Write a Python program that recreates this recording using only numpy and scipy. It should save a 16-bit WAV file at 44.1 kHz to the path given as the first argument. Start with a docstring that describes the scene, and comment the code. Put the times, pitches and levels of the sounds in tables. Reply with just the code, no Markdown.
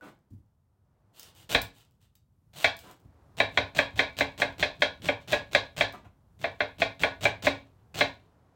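"""Slicing an onion

A kitchen knife halves and slices an onion on a wooden board in a small, live kitchen. Each stroke
fractures the layers with a crunch; the blade's impact then excites the modes of the board, and the
counter thuds. Between strokes dry skin rustles and ticks, and hands and onion bump and slide on the
wood. A low rumble and a soft, dull background hiss lie underneath."""
import sys
import numpy as np
from scipy import signal
from scipy.fft import rfft, irfft
from scipy.io import wavfile

SR = 44100
rng = np.random.default_rng(int(sys.argv[2]) if len(sys.argv) > 2 else 0)


def transcribe(u):
    """Save the signal u as a 16-bit wav file named by the first command-line argument.

    u: samples, shape (n,) or (channels, n), limited to [-1, 1]; the rate is SR.
    q: integer samples, one column per channel.
    """
    v = np.clip(np.atleast_2d(u).T, -1, 1)
    q = np.round(v * 32767).astype(np.int16)
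    wavfile.write(sys.argv[1], SR, q)


N = 377055
AGE = np.arange(SR // 2) / SR  # time since the onset of one event [s]

# knife strokes: (landing time [s], force [dB], bass weight [dB], treble hardness [dB],
# time in the onion [s], crunch level [dB], note of the spot struck [Hz])
STROKES = [(1.547, 4.5, -3, 2, 0.055, 0.5, 480), (2.643, 3, -9.5, 6, .11, -12, 675),
           (3.401, 4, 0, -4, .032, -1.5, 675), (3.573, 4.5, -2, -1.5, 0.061, -16, 665),
           (3.788, 3.5, -0.5, -2, .039, 4.5, 595), (3.991, 2, 1.5, 4, .033, -1, 605),
           (4.207, .5, 2.5, -2.5, 0.039, 3.5, 590), (4.418, 1.5, 1.5, -8, .04, 4, 590),
           (4.626, -1, 3, 7, 0.044, 0.5, 605), (4.82, -3.5, 7.5, 11.5, 0.026, -13, 590),
           (5.086, -2, 5, -18, 0.066, 0.5, 595), (5.329, -.5, 4.5, 3, 0.053, 1, 610),
           (5.548, -0.5, 6.5, 10, 0.035, -5.5, 585), (5.808, 1, 1, 5.5, .043, 4, 605),
           (6.441, -3, 1.5, -21, .05, -11.5, 665), (6.604, 2, -4.5, -20, .019, -24, 590),
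           (6.818, -2.5, 5, 6, 0.034, -2, 660), (7.034, 2, 4, -3.5, 0.039, 1.5, 670),
           (7.253, 1, 4, -11.5, 0.044, 3, 595), (7.468, -.5, 5.5, 4, 0.044, 5.5, 595),
           (8.008, 1, 3.5, 5, 0.065, 2.5, 595)]
# spectrum of dry onion skin: (frequency [Hz], relative level [dB])
SKIN_SPECTRUM = [(150, 0.5), (700, 5.5), (2100, -0.5), (3000, 8.5), (4200, 5), (5500, -3), (8000, 1.5),
                 (10500, -6), (15500, -2)]


def knocks(ring_db=-29, ring_t60=0.12, damping=0.23, build_cycles=2, early_db=3, early_s=0.0056,
           clack_db=4.5, clack_s=0.0044, rise_s=0.0016, bend_db=-24, bend_s=0.01,
           spot_db=3.5, spot_width_hz=53, wander_db=3, detune=0.0036, fresh=0.49,
           wall_s=0.0105, wall_db=-11, tail_db=-3, echo_db=-8):
    """Impact excitation: the blade lands with a broadband clack and sets the board's modes ringing."""
    # modes of the board with the blade on it: (frequency [Hz])
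    board_hz = [107, 274, 441, 473, 565, 597, 667, 737, 769, 839, 970, 1076, 1469, 1577, 1674, 1730, 1841,
                1916, 2110, 2228, 2320, 2352, 2492, 2594, 2686, 3224, 3320, 3545, 3859, 4080]
    # strength of each of those modes: (relative level [dB])
    board_db = [-14, -5, -8.5, -7, -10.5, -2, -1.5, -13.5, -14, -9, -10, -11, -3.5, -13, -1.5, -4.5, -9.5,
                -15, -5.5, -9, -2, -6.5, -4.5, -11.5, -15, -8, -9.5, -12.5, -5.5, -10]
    # clack of steel on wood: (frequency [Hz], relative level [dB])
    clack_spectrum = [(200, -15.5), (400, -20), (620, 0), (900, -9.5), (1130, -2), (1300, -16.5),
                      (1550, -0.5), (2300, 4.5), (2660, -4.5), (2860, -20.5), (3300, -2), (4100, -10.5),
                      (5000, -22), (11000, -53)]
    # the knock as the walls return it: (frequency [Hz], relative level [dB])
    wall_spectrum = [(200, -12.5), (400, -1.5), (650, 2.5), (1130, -1.5), (1300, -17.5), (1600, -3.5),
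                     (2400, -9), (2700, -2.5), (2830, -15.5), (3300, -5.5), (4120, -6), (4350, -12),
                     (5100, -16), (11000, -41.5)]
    hz, mode_db = np.array(board_hz)[:, None], np.array(board_db)[:, None]
    t60 = ring_t60 * (hz / np.median(hz)) ** -damping  # higher modes die sooner
    phase = rng.uniform(0, 2 * np.pi, hz.shape)
    contact = 1 - np.exp(-(AGE / rise_s) ** 2)
    clack_envelope = contact * np.exp(-AGE / clack_s)
    # a mode needs a few cycles to build, drops fast while the blade presses, then rings on
    build = contact * (1 - np.exp(-AGE * hz / build_cycles))
    early = 1 + amp(early_db) * np.exp(-AGE / early_s)
    ringing = build * early * amp(ring_db + mode_db - 60 * AGE / t60)
    bend_envelope = (AGE / bend_s) ** 2 * np.exp(-(AGE / bend_s) ** 2)
    same = np.sqrt(1 - fresh ** 2)  # every blow blends common noise with fresh noise
    common_clack, common_tail = same * smooth_burst(clack_envelope), same * kitchen_tail()
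    out = np.zeros(N)
    for s, force_db, weight_db, hard_db, _, _, note_hz in STROKES:
        # each blow strikes a different spot; modes near its note ring harder
        spot, load, turn = rng.standard_normal((3, len(hz), 1))
        favoured_db = spot_db * np.exp(-((hz - note_hz) / spot_width_hz) ** 2)
        waves = np.sin(2 * np.pi * hz * (1 + detune * load) * AGE + phase + turn)
        modes = (ringing * amp(wander_db * spot + favoured_db) * waves).sum(0)
        clack = amp(clack_db) * (common_clack + fresh * smooth_burst(clack_envelope))
        add(clack, wall_s, amp(wall_db) * clack)  # reflection from the tiled wall
        echo = amp(echo_db) * signal.oaconvolve(modes, common_tail + fresh * kitchen_tail())[:len(AGE)]
        tail = amp(tail_db) * (common_tail + fresh * kitchen_tail())
        # the board flexes under the blade: one short, round wooden note
        bend = amp(bend_db + 1.3 * weight_db) * bend_envelope * np.sin(2 * np.pi * note_hz * AGE)
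        blow = modes + echo + bend + colour(clack, clack_spectrum) + colour(tail, wall_spectrum)
        # a heavy hand brings out the low modes, a square hard landing the high ones
        low = signal.sosfilt(signal.butter(1, 900, fs=SR, output="sos"), blow)
        high = signal.sosfilt(signal.butter(1, 3200, "high", fs=SR, output="sos"), blow)
        add(out, s, amp(force_db) * (blow + (amp(weight_db) - 1) * low + (amp(hard_db) - 1) * high))
    return out


def crunches(level_db=-36.5, rise_db=11, bite_s=0.0026, stop_s=0.0022, snap_s=0.0037,
             juice_db=-23, juice_s=0.09, peel_db=-37):
    """Fracture noise: cells burst ever harder as the edge sinks, and each layer parts with a snap."""
    # bursting onion cells: (frequency [Hz], relative level [dB])
    cell_spectrum = [(100, 2.5), (400, -1), (640, 7.5), (950, -3), (2000, -3), (2700, 2.5), (4000, -0.5),
                     (5200, -8.5), (7800, -8.5), (10500, -21.5), (13000, -20.5), (15400, -14)]
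    # the outer layer and the firm heart: (depth [share of the cut], level against the crunch [dB])
    layers = [(0, 12), (.53, 20)]
    flesh, peel = np.zeros((2, N))
    for k, (s, _, _, _, length, db, _) in enumerate(STROKES):
        since_landing = AGE - length
        cells = crackle(per_s=1500, spread_db=4, clump_db=4, clump_s=0.0023)
        cells *= amp(db + rise_db * np.minimum(since_landing, 0) / length)
        cells *= np.exp(-np.maximum(since_landing, 0) / stop_s)
        cells *= 1 - np.exp(-AGE / bite_s)
        add(flesh, s - length, cells)
        for depth, layer_db in layers:
            add(flesh, s - length * (1 - depth), amp(db + layer_db) * snap(snap_s))
        juice = crackle(per_s=240, spread_db=0.5, clump_db=6, clump_s=0.012)  # the wet slice comes away
        add(flesh, s, juice * amp(juice_db + db / 4) * np.exp(-AGE / juice_s))
        if k < 2:  # the first two cuts also tear through the dry skin
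            add(peel, s - length, cells)
    cuts = amp(level_db) * colour(flesh, cell_spectrum) + amp(peel_db) * colour(peel, SKIN_SPECTRUM)
    return in_kitchen(cuts, wet_db=-3)


def thuds(push_db=-45, thud_db=-43, thud_t60=0.34, bump_db=-42, bump_t60=0.23):
    """Structure-borne sound: the push of each cut, the blows and the bumps shake the counter."""
    # hands and onion bumping on the board: (time [s], level [dB])
    bumps = [(0.305, -1.5), (.333, -7), (.378, -12), (1.546, 12), (3.048, -4.5), (3.936, -0.5), (4.998, -1),
             (6.054, -7.5)]
    # the counter's response to pushing and to impact: (frequency [Hz], relative level [dB])
    push_spectrum = [(40, -26), (110, -0.5), (170, -1), (230, -16), (330, -8.5), (700, -38.5)]
    thud_spectrum = [(25, -19.5), (63, 1.5), (82, 0.5), (105, 6), (135, -10), (280, -10), (700, -54.5)]
    push, impacts = np.zeros((2, N))
    for s, force_db, weight_db, _, length, db, _ in STROKES:
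        press = signal.windows.tukey(round(length * SR) + 400, 0.5)
        add(push, s - length, amp(push_db + db / 2 + weight_db / 2) * press)
        add(impacts, s, amp(thud_db + force_db - 60 * AGE / thud_t60))
    for s, db in bumps:
        add(impacts, s, amp(bump_db + db - 60 * AGE / bump_t60))
    pressed = colour(push * rng.standard_normal(N), push_spectrum)
    return pressed + colour(impacts * rng.standard_normal(N), thud_spectrum)


def dry_skin(rustle_db=-2, tick_db=-10, tick_s=0.0033, flakes_per_s=35, flake_db=29, settle_s=0.14):
    """Random impulses: dense ones merge into a papery rustle, sparse ones tick as flakes settle."""
    # skin brushed by blade and fingers: (time [s], duration [s], level [dB])
    brushes = [(.01, .11, -64), (1.121, 0.21, -56), (1.332, .13, -57.5), (1.721, 0.13, -62.5),
               (2, 0.072, -70), (2.548, 0.12, -44), (2.749, 0.215, -59.5)]
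    # the loudest ticks of the skin: (time [s], level [dB])
    loud_ticks = [(1.196, -8), (1.2303, -11.5), (1.617, 2), (2.1538, -24), (2.767, -13), (2.79, -12.5),
                  (2.912, -18.5), (5.9244, -19)]
    # a bright tick: (frequency [Hz], relative level [dB])
    tick_spectrum = [(200, -4), (1800, -5), (3000, 6), (5500, 3.5), (8000, 5.5), (10500, -1.5),
                     (15500, 8)]
    rustle, ticks = np.zeros((2, N))
    for s, length, db in brushes:
        touch = signal.windows.tukey(round(length * SR), 0.6)
        flakes = crackle(per_s=3200, spread_db=1, clump_db=-0.5, clump_s=0.0093)
        add(rustle, s, amp(rustle_db + db) * touch * flakes[:len(touch)])
        loose = (rng.random(len(AGE)) < flakes_per_s / SR) * rng.standard_normal(len(AGE))
        add(ticks, s, amp(tick_db + flake_db + db) * loose * np.exp(-AGE / settle_s))
    for s, db in loud_ticks:
        add(ticks, s, amp(tick_db + db) * snap(tick_s))
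    return in_kitchen(colour(rustle, SKIN_SPECTRUM) + colour(ticks, tick_spectrum), wet_db=-4)


def slides(level_db=-2, blade_hz=1480, blade_db=-47, blade_t60=0.28):
    """Sliding friction rubs noise from the board; the blade vibrates freely as it is first lifted."""
    # onion and blade dragged over the wood: (time [s], duration [s], level [dB])
    drags = [(.01, 0.088, -50.5), (2.819, 0.11, -53), (5.932, 0.0263, -42), (6.043, 0.02, -52)]
    # rubbed wood: (frequency [Hz], relative level [dB])
    wood_spectrum = [(80, -5.5), (240, 8.5), (450, 8), (900, 4), (1700, -2.5), (2900, -11.5),
                     (5000, -22.5), (12000, -30.5)]
    friction = np.zeros(N)
    for s, length, db in drags:
        touch = signal.windows.tukey(round(length * SR), 0.4)
        add(friction, s, amp(level_db + db) * touch * rng.standard_normal(len(AGE))[:len(touch)])
    out = in_kitchen(colour(friction, wood_spectrum), wet_db=-2)
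    blade = amp(blade_db - 60 * AGE / blade_t60) * np.sin(2 * np.pi * blade_hz * AGE)
    add(out, drags[0][0], blade)
    return out


def rumble(rest_db=-68.5, shake_db=-57.5, build_s=0.2, fade_s=0.31):
    """Incoherent sources add in power: the room at rest, and the arm shaking the counter as it cuts."""
    # low rumble of the room: (frequency [Hz], relative level [dB])
    rumble_spectrum = [(25, -24.5), (55, -5.5), (100, -2), (150, -9), (220, -17), (400, -34.5), (1000, -50)]
    t = np.arange(N) / SR
    coarse_t = t[::256]
    since_landing = coarse_t - np.array(STROKES)[:, :1]
    shakes = np.exp(np.minimum(since_landing / build_s, -since_landing / fade_s))
    level = np.hypot(amp(rest_db), amp(shake_db) * np.linalg.norm(shakes, axis=0))
    return np.interp(t, coarse_t, level) * colour(rng.standard_normal(N), rumble_spectrum)


def background_hiss():
    """Amplitude-modulated noise: a soft, dull background hiss slowly rises and falls."""
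    # the dull hiss: (frequency [Hz], relative level [dB])
    hiss_spectrum = [(100, -2.5), (300, 1), (950, -3.5), (1400, -9.5), (2500, -22), (6000, -28.5),
                     (15000, -40)]
    # its rise and fall: (time [s], level [dB])
    hiss_levels = [(0, -73.5), (.65, -83.5), (1.35, -67.5), (2.25, -85.5), (3.2, -65), (6.25, -73),
                   (8.55, -67)]
    level_db = np.interp(np.arange(N) / SR, *np.transpose(hiss_levels))
    return amp(level_db) * colour(rng.standard_normal(N), hiss_spectrum)


def kitchen_tail(build_s=0.0056):
    """Diffuse reverberation: wall reflections build up quickly and decay band by band."""
    # the kitchen's decay: (frequency [Hz], reverberation time [s])
    decay_times = [(100, 0.59), (300, 0.2), (700, .25), (2000, 0.25), (4500, 0.24), (13000, 0.13)]
    hz, t, bands = signal.stft(rng.standard_normal(len(AGE)), SR, nperseg=256)
    decay = amp(-60 * t / at_frequency(decay_times, hz)[:, None])
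    tail = signal.istft(bands * decay, SR, nperseg=256)[1][:len(AGE)]
    tail *= 1 - np.exp(-(AGE / build_s) ** 2)
    return tail / np.linalg.norm(tail)


def in_kitchen(x, wet_db):
    """Convolution with the room's response adds reflections to the direct sound."""
    return x + amp(wet_db) * signal.oaconvolve(x, kitchen_tail())[:N]


def crackle(per_s, spread_db, clump_db, clump_s):
    """Shot noise of rms 1: random impulses whose level fluctuates in clumps."""
    count = len(AGE)
    sizes = amp(spread_db * np.minimum(rng.exponential(1, count), 4)) * rng.choice([-1, 1], count)
    clumps = amp(clump_db * np.interp(AGE / clump_s, np.arange(count), rng.standard_normal(count)))
    return unit_rms(sizes * clumps * (rng.random(count) < per_s / SR))


def snap(decay_s):
    """One crack: exponentially decaying noise of unit energy."""
    x = rng.standard_normal(len(AGE)) * np.exp(-AGE / decay_s)
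    return x / np.linalg.norm(x)


def smooth_burst(envelope, passes=6):
    """Repeated whitening gives a noise burst of unit energy without deep spectral holes."""
    x = rng.standard_normal(len(envelope))
    for _ in range(passes):
        spectrum = rfft(x * envelope)
        white = unit_rms(irfft(spectrum / (abs(spectrum) + 1e-12), len(x)))
        x = np.tanh(white / (envelope + 1e-6) * np.std(envelope) / 2)
    return x * envelope / np.linalg.norm(x * envelope)


def colour(x, points, size=4096):
    """Applies a minimum-phase filter of unit energy with the given spectral shape."""
    log_gain = np.log(amp(at_frequency(points, abs(np.fft.fftfreq(size, 1 / SR)))))
    response = np.exp(np.conj(signal.hilbert(log_gain)))
    taps = np.fft.ifft(response).real[:size // 2]
    return signal.oaconvolve(x, taps / np.linalg.norm(taps))[:len(x)]


def at_frequency(points, hz):
    """Interpolates a table on a log-frequency axis."""
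    f, value = np.transpose(points)
    return np.interp(np.log(hz + 1), np.log(f + 1), value)


def amp(db):
    """Decibels to amplitude ratio."""
    return 10 ** (np.asarray(db) / 20)


def unit_rms(x):
    """Scales to rms 1."""
    return x / np.sqrt(np.mean(x ** 2) + 1e-20)


def add(mix, s, sound):
    """Superposes a sound on the mix at time s."""
    part = mix[max(round(s * SR), 0):][:len(sound)]
    part += sound[:len(part)]


def scene():
    """Superposition: all sources sum at one microphone on the counter."""
    return (knocks() + crunches() + thuds() + dry_skin() + slides() + rumble() + background_hiss())[None]


def record(dry, ceiling=0.52, low_cut_hz=38, high_cut_hz=16100):
    """Band limiting and saturation: the microphone loses deep bass and top treble, and rounds peaks."""
    lean = signal.sosfilt(signal.butter(2, low_cut_hz, "high", fs=SR, output="sos"), dry)
    rounded = ceiling * np.tanh(lean / ceiling)
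    low_pass = signal.firwin(511, high_cut_hz, window=("kaiser", 9), fs=SR)
    return signal.oaconvolve(rounded, low_pass[None], "same")


dry = scene()
out = record(dry)
transcribe(out)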